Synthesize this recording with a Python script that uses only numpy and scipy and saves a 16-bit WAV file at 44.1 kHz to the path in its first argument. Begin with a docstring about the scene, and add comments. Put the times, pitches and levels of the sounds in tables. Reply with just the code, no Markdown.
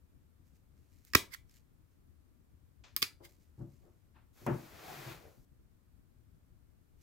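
"""In a small workshop with a hard floor, hand pruners cut two woody stems close to the microphone.
Each cut is a few cracks of wood fibre that make the steel and the stem ring; then the jaws snap shut
and scrape open again on their spring. Twigs and a sleeve rustle faintly. Further off, something soft
and heavy bumps down and slides over the floor. Under it all is the low rumble of the building."""
import sys
import numpy as np
from scipy import signal
from scipy.fft import rfft, irfft
from scipy.io import wavfile
from scipy.ndimage import uniform_filter1d

SR = 44100
rng = np.random.default_rng(int(sys.argv[2]) if len(sys.argv) > 2 else 0)


def unload_audio(sound):
    """Save the sound as a 16-bit wav file, at the path given as the first command line argument."""
    columns = np.transpose(np.atleast_2d(sound))
    # keep every value between -1 and 1, then stretch to whole-number steps
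    steps = np.round(np.clip(columns, -1, 1) * 32767)
    wavfile.write(sys.argv[1], SR, steps.astype(np.int16))


N = 309960
TIME = np.arange(N) / SR
CUTOFF_HZ = 15900


def from_db(db):
    """Turn decibels into a gain to multiply by."""
    return 10 ** (np.asarray(db) / 20)


def rms_one(x):
    """Scale a sound so its average level (rms) is 1."""
    return x / np.sqrt(np.mean(x ** 2) + 1e-20)


def energy_one(x):
    """Scale a short stereo sound to an average energy of 1 a side."""
    return x / np.sqrt(np.sum(x ** 2) / 2 + 1e-20)


def at_hz(points, hz):
    """Read between the rows of a table, giving every octave equal space."""
    row_hz, values = np.transpose(points)
    return np.interp(np.log(hz), np.log(row_hz), values)


def cut(x, hz, kind, order=2):
    """Keep the "low", "high" or "band" part of a sound; a higher order cuts more steeply."""
    return signal.sosfilt(signal.butter(order, np.clip(hz, 10, .45 * SR), kind, fs=SR, output="sos"), x)


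def resonate(x, hz, width_hz):
    """Ring at one pitch; the narrower the width, the longer the ring."""
    r = np.exp(-np.pi * width_hz / SR)
    feedback = [1, -2 * r * np.cos(2 * np.pi * hz / SR), r * r]
    return signal.lfilter(np.array([1, 0, -1]) * (1 - r * r) / 2, feedback, x + 1e-18)


def panned(db):
    """Left and right gains: a pan above 0 dB is louder on the left."""
    return from_db(np.array([[db], [-db]]) / 2)


def add(out, s, x):
    """Mix a short sound in, starting at s seconds."""
    i = round(s * SR)
    out[:, i:i + x.shape[1]] += x[:, :N - i]


def swell_and_fall(t, rise_s, fall_s):
    """A gain that grows to 1 at time zero, then dies away."""
    return np.exp(np.minimum(t / rise_s, -t / fall_s))


def noise(gain_at, likeness, size=N):
    """Stereo noise; likeness runs from 0 (unrelated sides) to 1 (the same on both)."""
    hz = np.fft.rfftfreq(size, 1 / SR)[1:]
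    mid, side = rng.standard_normal((2, len(hz))) + 1j * rng.standard_normal((2, len(hz)))
    alike = np.clip(at_hz(likeness, hz), -1, 1)
    both = gain_at(hz) * (np.sqrt(1 + alike) * mid + np.sqrt(1 - alike) * np.array([side, -side]))
    return irfft(np.pad(both, ((0, 0), (1, 0))), size)


# The tone of the background (frequency [Hz], level [dB])
RUMBLE_TONE = [(10, -30), (22, -14), (31, -5), (42, -10), (55, -6), (72, -1.5), (120, -9), (180, -16.5),
               (280, -17.5), (440, -27), (770, -34), (1200, -34), (2900, -42.5), (6000, -45.5), (8300, -44),
               (10600, -45.5), (14700, -45), (16000, -52)]
# How far it leans left (frequency [Hz], pan [dB])
RUMBLE_PAN = [(30, 4.5), (90, 7.5), (250, 8.5), (600, 3.5), (1500, 2.5), (3000, .5), (14000, 0)]
# How alike its two sides are (frequency [Hz], likeness [0-1])
RUMBLE_LIKENESS = [(30, 0.9), (100, 0.16), (220, .15), (600, 0), (15000, 0)]
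def building_rumble(level_db=-63.5, waver_db=2.5, waver_below_hz=300):
    """The building rumbles, wavering slowly and stronger on the left, under a faint steady hiss."""
    sides = np.array([[1], [-1]]) / 2
    steady = noise(lambda hz: from_db(at_hz(RUMBLE_TONE, hz) + sides * at_hz(RUMBLE_PAN, hz)),
                   RUMBLE_LIKENESS)
    steady = rms_one(steady)
    drift = rms_one(cut(rng.standard_normal(N + SR), 3, "low")[SR:])
    bass = cut(steady, waver_below_hz, "low", order=1)
    return from_db(level_db) * (steady + (from_db(waver_db * drift) - 1) * bass)


# How alike the two sides of a sound in the room are (frequency [Hz], likeness [0-1])
SIDE_LIKENESS = [(40, 0.3986), (150, 1), (300, 0.85), (600, 0.096), (1200, 0.49), (15000, 0.81)]
def room_noise(tone=None, size=N):
    """Noise spread around the room, shaped by a tone table if one is given."""
    return rms_one(noise(lambda hz: 1 if tone is None else from_db(at_hz(tone, hz)), SIDE_LIKENESS, size))


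# How long the room takes to fade by 60 dB (frequency [Hz], time [s])
TAIL_FADE = [(80, .2), (350, .28), (1200, .24), (2500, .2), (6000, .2), (15000, .17)]
# The tone of that fading sound (frequency [Hz], level [dB])
TAIL_TONE = [(80, -4), (350, -1.5), (750, 1.5), (1150, -0.5), (1620, -2), (2200, 1.5), (2800, 1.5),
             (3500, 2.5), (5000, -0.5), (8000, 1), (14000, -2)]
def room_tail(build_s=0.0056, smooth_hz=90):
    """Countless echoes blur into a short tail that builds up and dies away."""
    t, tail = TIME[:SR // 2], 0
    edges = np.geomspace(40, 18000, 12)
    for low, high in zip(edges, edges[1:]):
        band = cut(room_noise(size=len(t)), [low, high], "band")
        tail = tail + band * from_db(-60 * t / at_hz(TAIL_FADE, np.sqrt(low * high)))
    tail = tail * (1 - np.exp(-(t / build_s) ** 2))
    # Even out the spectrum so that no single pitch sticks out.
    spectrum, hz = rfft(tail, 2 * len(t)), np.fft.rfftfreq(2 * len(t), 1 / SR)
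    power = uniform_filter1d(np.abs(spectrum) ** 2, round(smooth_hz / hz[1]))
    even = spectrum / np.sqrt(np.abs(power) + 1e-20)
    tone = from_db(at_hz(TAIL_TONE, hz + 1)) * (hz < CUTOFF_HZ)
    return energy_one(irfft(even * tone)[:, :len(t)])


# Echoes off nearby cardboard and the floor (delay [s], level [dB])
CLOSE_ECHOES = [(.0011, -17), (.0048, -20.5), (0.0143, -23)]
def workshop(near, around, tail_db=-14, tail_pan_db=1.5, left_lag_s=.00015):
    """The right side hears the tool first; close surfaces echo it, then the room's tail follows."""
    direct = np.array([np.roll(near[0], round(left_lag_s * SR)), near[1]])
    echoes = np.zeros((2, N))
    for delay_s, db in CLOSE_ECHOES:
        add(echoes, delay_s, from_db(db) * direct)
    tail = signal.oaconvolve(around.mean(axis=0, keepdims=True), room_tail(), axes=1)[:, :N]
    return direct + echoes + from_db(tail_db) * panned(tail_pan_db) * tail


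# The slide swells and stops (time [s], rub level [dB], grit level [dB])
SLIDE_LEVELS = [(4.33, -88, -81.5), (4.38, -65.5, -70), (4.56, -61.5, -64.5), (4.73, -58, -67),
                (4.91, -50.5, -58.5), (5.12, -49, -59), (5.19, -60.5, -69.5), (5.29, -68.5, -74),
                (5.37, -77.5, -78), (5.45, -90.5, -81.5)]
# The tone of the rubbing (frequency [Hz], level [dB])
RUB_TONE = [(41, -34), (70, -12), (96, -21), (133, -2), (210, -18.5), (336, -9.5), (519, -12), (723, -10),
            (906, -14.5), (1330, -14), (2530, -17), (2810, -21), (4500, -23), (5850, -29.5), (9900, -120)]
# The tone of the grit (frequency [Hz], level [dB])
GRIT_TONE = [(2060, -23), (3500, -11), (6700, -6.5), (9260, -13.5), (11600, -9), (14600, -11.5),
             (15600, -9), (16000, -29)]
# The load catches and groans (peak time [s], level [dB], rise [s], fall [s], pitch [Hz], width [Hz])
GROANS = [(4.90, -49, 0.041, 0.041, 753, 171), (5.26, -59.5, 0.069, 0.059, 447, 396)]
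def slide(rub_pan_db=3, grit_pan_db=2, judder_db=0.53, judder_hz=60, landing_s=4.465, landing_db=-49.5):
    """A soft load lands and drags over the floor: it judders, groans where it catches, and grit hisses."""
    times, rub_db, grit_db = np.transpose(SLIDE_LEVELS)
    sliding = (TIME >= times[0]) & (TIME <= times[-1])
    drag, grit = [from_db(np.interp(TIME, times, db)) * sliding for db in (rub_db, grit_db)]
    judder = from_db(judder_db * rms_one(cut(rng.standard_normal(N), judder_hz, "low")))
    rub = drag * room_noise(RUB_TONE)
    for s, db, rise_s, fall_s, hz, width_hz in GROANS:
        groan = rms_one(resonate(resonate(room_noise(), hz, width_hz), hz, width_hz))
        rub = rub + from_db(db) * swell_and_fall(TIME - s, rise_s, fall_s) * groan
    landing = from_db(landing_db) * swell_and_fall(TIME - landing_s, rise_s=.0006, fall_s=.004)
    hiss = (grit + landing) * room_noise(GRIT_TONE)
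    return judder * panned(rub_pan_db) * rub + panned(grit_pan_db) * hiss


# Bumps across the room (time [s], level [dB], rise [s], bass limit [Hz], treble limit [Hz])
FAR_BUMPS = [(2.837, -58, 0.0024, 600, 7570), (3.198, -56.5, 0.015, 277.3, 1400),
             (3.574, -41.5, 0.04, 90.26, 1850), (3.79, -65, 0.088, 303, 2200),
             (4.139, -66, 0.028, 812, 4940), (4.414, -52, 0.0095, 86.1, 890),
             (4.464, -32.5, 0.0024, 131, 2980), (4.471, -28.5, 0.018, 123, 2750),
             (5.049, -46, 0.033, 87.5, 2000)]
# The notes the room booms at (pitch [Hz], width [Hz], level [dB])
BOOM_NOTES = [(132.7, 27, 9), (338.8, 39, 7.5), (576, 24, 4.5), (880, 200, -5.5), (2480, 60, -1.5)]
def bumps(pan_db=3.0, fall_s=0.048, soft_span=1.3, sharp_s=0.015):
    """Soft far-off blows, smeared by the room, swell and boom away; the quicker, the brighter."""
    out, t = np.zeros((2, N)), TIME[:SR // 2]
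    for s, db, rise_s, low_hz, top_hz in FAR_BUMPS:
        dull_hz = low_hz * (soft_span + sharp_s / rise_s)
        thud = cut(cut(room_noise(size=len(t)), low_hz, "high"), dull_hz, "low")
        boom = sum(from_db(note_db) * resonate(thud, hz, width) for hz, width, note_db in BOOM_NOTES)
        body = cut(thud + boom, top_hz, "low", order=6)
        swell = np.minimum(t / rise_s, np.exp((rise_s - t) / fall_s))
        add(out, s, from_db(db) * panned(pan_db) * energy_one(body * swell) * np.linalg.norm(swell))
    return out


# Twigs and a sleeve brush past (peak time [s], level [dB], fall [s])
TOUCHES = [(.47, -80, 0.047), (.56, -79, 0.022), (.775, -83, 0.19), (.93, -79, 0.2), (1.084, -69, 0.026),
           (1.511, -73.5, 0.05), (1.566, -70, 0.019), (1.924, -85, 0.033), (3.301, -70.5, 0.057),
           (3.419, -80, 0.057), (3.591, -80.5, 0.15), (3.723, -84, 0.23), (7.02, -71.5, 0.044)]
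# The tone of the rustling (frequency [Hz], level [dB])
RUSTLE_TONE = [(710, -39.5), (1200, -10), (2200, 2), (3620, -5.5), (3910, -1.5), (7170, 0), (9110, -6.5),
               (14800, -6), (16000, -16.5)]
def rustles(grain_db=4, grain_hz=310, pan_db=-1, rise_s=.018):
    """Bark and cloth brush in fine uneven grains; each touch comes quickly and dies away."""
    movement = sum(from_db(db) * swell_and_fall(TIME - s, rise_s, fall_s) for s, db, fall_s in TOUCHES)
    flicker = rms_one(cut(rng.standard_normal(N), grain_hz, "low"))
    grains = rms_one(from_db(grain_db * np.clip(flicker, -2, 2)))
    return panned(pan_db) * movement * grains * room_noise(RUSTLE_TONE)


def ring(force, notes, spread_db, tilt_db=0, centre_hz=3500):
    """A push rings an object's own notes; each reaches left and right a little differently."""
    chance_db = spread_db * rng.standard_normal((len(notes), 2, 1))
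    out = 0
    for k, (hz, width, db) in enumerate(notes):
        gain = from_db(db + tilt_db * np.log2(hz / centre_hz) + chance_db[k])
        out = out + (-1) ** k * gain * resonate(force, hz, width)
    return out


# The notes of the jaws (pitch [Hz], width [Hz], level [dB])
JAW_NOTES = [(1084, 240, -4.5), (1185, 160, 0.5)]
# The pivot they turn on (pitch [Hz], width [Hz], level [dB])
PIVOT_NOTES = [(2200, 70, 2.5), (2430, 160, -7)]
# The stem clamped between them (pitch [Hz], width [Hz], level [dB])
STEM_NOTES = [(1600, 170, -1), (1800, 430, -1.5), (1983, 130, -1)]
# The blades, muffled by the wood (pitch [Hz], width [Hz], level [dB])
BLADE_NOTES = [(3180, 640, -5.5), (4300, 670, -7), (4570, 120, 1), (5010, 230, 2), (5572, 700, -10),
               (6500, 420, -7), (8420, 350, -11)]
def ring_parts(force, jaw_ratio, blade_ratio, spread_db, tilt_db=0):
    """One push rings jaws, pivot, stem and blades: four sounds. 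The ratios shift the steel's pitch."""
    parts = (JAW_NOTES, jaw_ratio), (PIVOT_NOTES, jaw_ratio), (STEM_NOTES, 1), (BLADE_NOTES, blade_ratio)
    return [ring(force, np.multiply(notes, [ratio, 1, 1]), spread_db, tilt_db) for notes, ratio in parts]


# The blades rub as the jaws move
# (peak time [s], level [dB], rise [s], fall [s], brightness [dB per octave], pan [dB])
BLADE_RUBS = [(1.071, -69, .008, .015, 3, 0), (1.325, -55, .010, .012, -1, -7),
              (1.341, -39.5, .006, .004, -.7, -6), (1.347, -46, .002, .002, 2, -3),
              (3.252, -52.5, .010, .012, .7, 0)]
def scrapes(grain_db=4, lowest_hz=1150, sizzle_db=-18):
    """Blade slips over blade and stem in many tiny catches that ring the parts, with a sizzle on top."""
    out, t = np.zeros((2, N)), TIME[:SR // 4] - 1 / 8
    parts_db = -2, 0, -5, -9   # jaws, pivot, stem, blades
    for s, db, rise_s, fall_s, tilt_db, pan_db in BLADE_RUBS:
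        hiss = rng.standard_normal((2, 2, len(t)))
        catches, sizzle = hiss * from_db(grain_db * np.clip(rng.standard_normal(len(t)), -2, 2))
        parts = ring_parts(catches, jaw_ratio=0.95, blade_ratio=1, spread_db=2.5, tilt_db=tilt_db)
        ringing = sum(gain * part for gain, part in zip(from_db(parts_db), parts))
        steel = ringing + from_db(sizzle_db + 2 * tilt_db) * sizzle
        steel = rms_one(cut(steel, lowest_hz, "high", order=4))
        add(out, s + t[0], from_db(db) * panned(pan_db) * steel * swell_and_fall(t, rise_s, fall_s))
    return out


# The notes of the handles in the hand (pitch [Hz], width [Hz], level [dB])
HANDLE_NOTES = [(94.5, 55, 1), (244, 110, 2), (393, 110, 1), (556, 500, -14.5)]
# The range of the bare crack of wood that goes into the room (lowest [Hz], highest [Hz])
BARE_CRACK_BAND = [1100, 5900]
# Cracks of wood and jaws; each rings the steel at its own slightly different pitch
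# (time [s], tearing time [s], steel pitch [ratio], pan [dB],
#  jaws [dB], pivot [dB], stem [dB], blades [dB], splinters [dB], handle knock [dB])
CUT_CRACKS = [(1.0499, .0005, 1.3, -6, -58, -60.5, -57.5, -44.5, -40.5, -61),
              (1.1351, .0006, 1.03, 0, -19, -21, -14, -16, -26.5, -27.5),
              (1.149, .0005, 1.08, -5.5, 2, 0.5, 3.5, -4.5, -14, -5),
              (1.15, .0008, 1.03, -2.5, -5.5, -5, -7.5, -5.5, -5, -10),
              (1.1521, .00042, 1.08, -2.5, 4, 2, -0.5, 4.5, -2.5, 2.5),
              (1.3462, .0012, 1.19, -7.5, -23.5, -40, -25, -43, -47, -60),
              (1.495, .0006, 1.05, -2, -58.5, -54, -55, -46, -55, -51),
              (2.9641, .0003, 1.0, 1.5, -24, -17.5, -25, -12, -5, -32.5),
              (2.967, .006, 1.0, 1, -23.5, -31.5, -32, -16.5, -18.5, -34.5),
              (3.0193, 0.0133, 1.06, 0, -17, -8.5, -20, -7, -14, -28),
              (3.0263, 0.00099, 0.99, -4.5, -14, -12, -39, 0.5, -10.5, -17.5)]
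def cracks(clean_break_s=.00015, tear_low_hz=1800, splinter_low_hz=8800, lowest_hz=1020, side_share=0.85,
           spread_db=1.72, knock_lag_s=.0008, ring_to_room_db=-4, bare_to_room_db=-3.5):
    """Wood snaps and its fibres tear, ringing the parts and spitting treble; the jolt knocks the handles."""
    near, around = np.zeros((2, 2, N))   # towards the microphone, and into the room
    t = TIME[:SR // 16]
    snap = 1. * (t == 0)
    for s, tear_s, pitch, pan_db, *parts_db, splinter_db, knock_db in CUT_CRACKS:
        burst = rng.standard_normal((2, len(t))) * np.exp(-t / tear_s)
        fibres = energy_one(cut(burst, tear_low_hz, "high", order=1))
        tear = fibres[0] + side_share * np.array([fibres[1], -fibres[1]])   # each side hears its own mix
        force = snap + tear_s / clean_break_s * tear   # a longer crack is more tear than snap
        splinters = from_db(splinter_db) * energy_one(cut(fibres, [splinter_low_hz, CUTOFF_HZ], "band"))
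        knock = from_db(knock_db) * energy_one(ring(snap, HANDLE_NOTES, spread_db))
        parts = ring_parts(force, pitch, pitch, spread_db)
        ringing = sum(gain * energy_one(part) for gain, part in zip(from_db(parts_db), parts))
        bare = energy_one(cut(np.array([snap, snap]), BARE_CRACK_BAND, "band", order=1))
        bare *= np.sqrt(np.sum(ringing ** 2) / 2)   # as strong as the ringing
        into_room = from_db(ring_to_room_db) * ringing + from_db(bare_to_room_db) * bare
        for out, crack in (near, ringing), (around, into_room):
            add(out, s, panned(pan_db) * (cut(crack, lowest_hz, "high", order=4) + splinters))
            add(out, s + knock_lag_s, panned(pan_db) * cut(knock, 29, "high"))
    return near, around


def scene():
    """The pruners in front, the bumps and the slide behind, over the building's rumble."""
    near, around = cracks()
    scraping = scrapes()
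    pruners = workshop(near + scraping, around + scraping)
    return pruners + rustles() + bumps() + slide() + building_rumble()


def record(dry, dip_hz=8300, dip_share=0.035, peak_hz=14000, peak_gain=0.96):
    """The right microphone's opening puts a dip and a peak in the treble; both sides lose the very top."""
    right = dry[1] - dip_share * resonate(dry[1], dip_hz, width_hz=3200)
    right = right + peak_gain * resonate(right, peak_hz, width_hz=2600)
    top_cut = signal.ellip(10, .2, 80, CUTOFF_HZ, fs=SR, output="sos")
    return signal.sosfilt(top_cut, np.array([dry[0], right]))


dry = scene()
out = record(dry)
unload_audio(out)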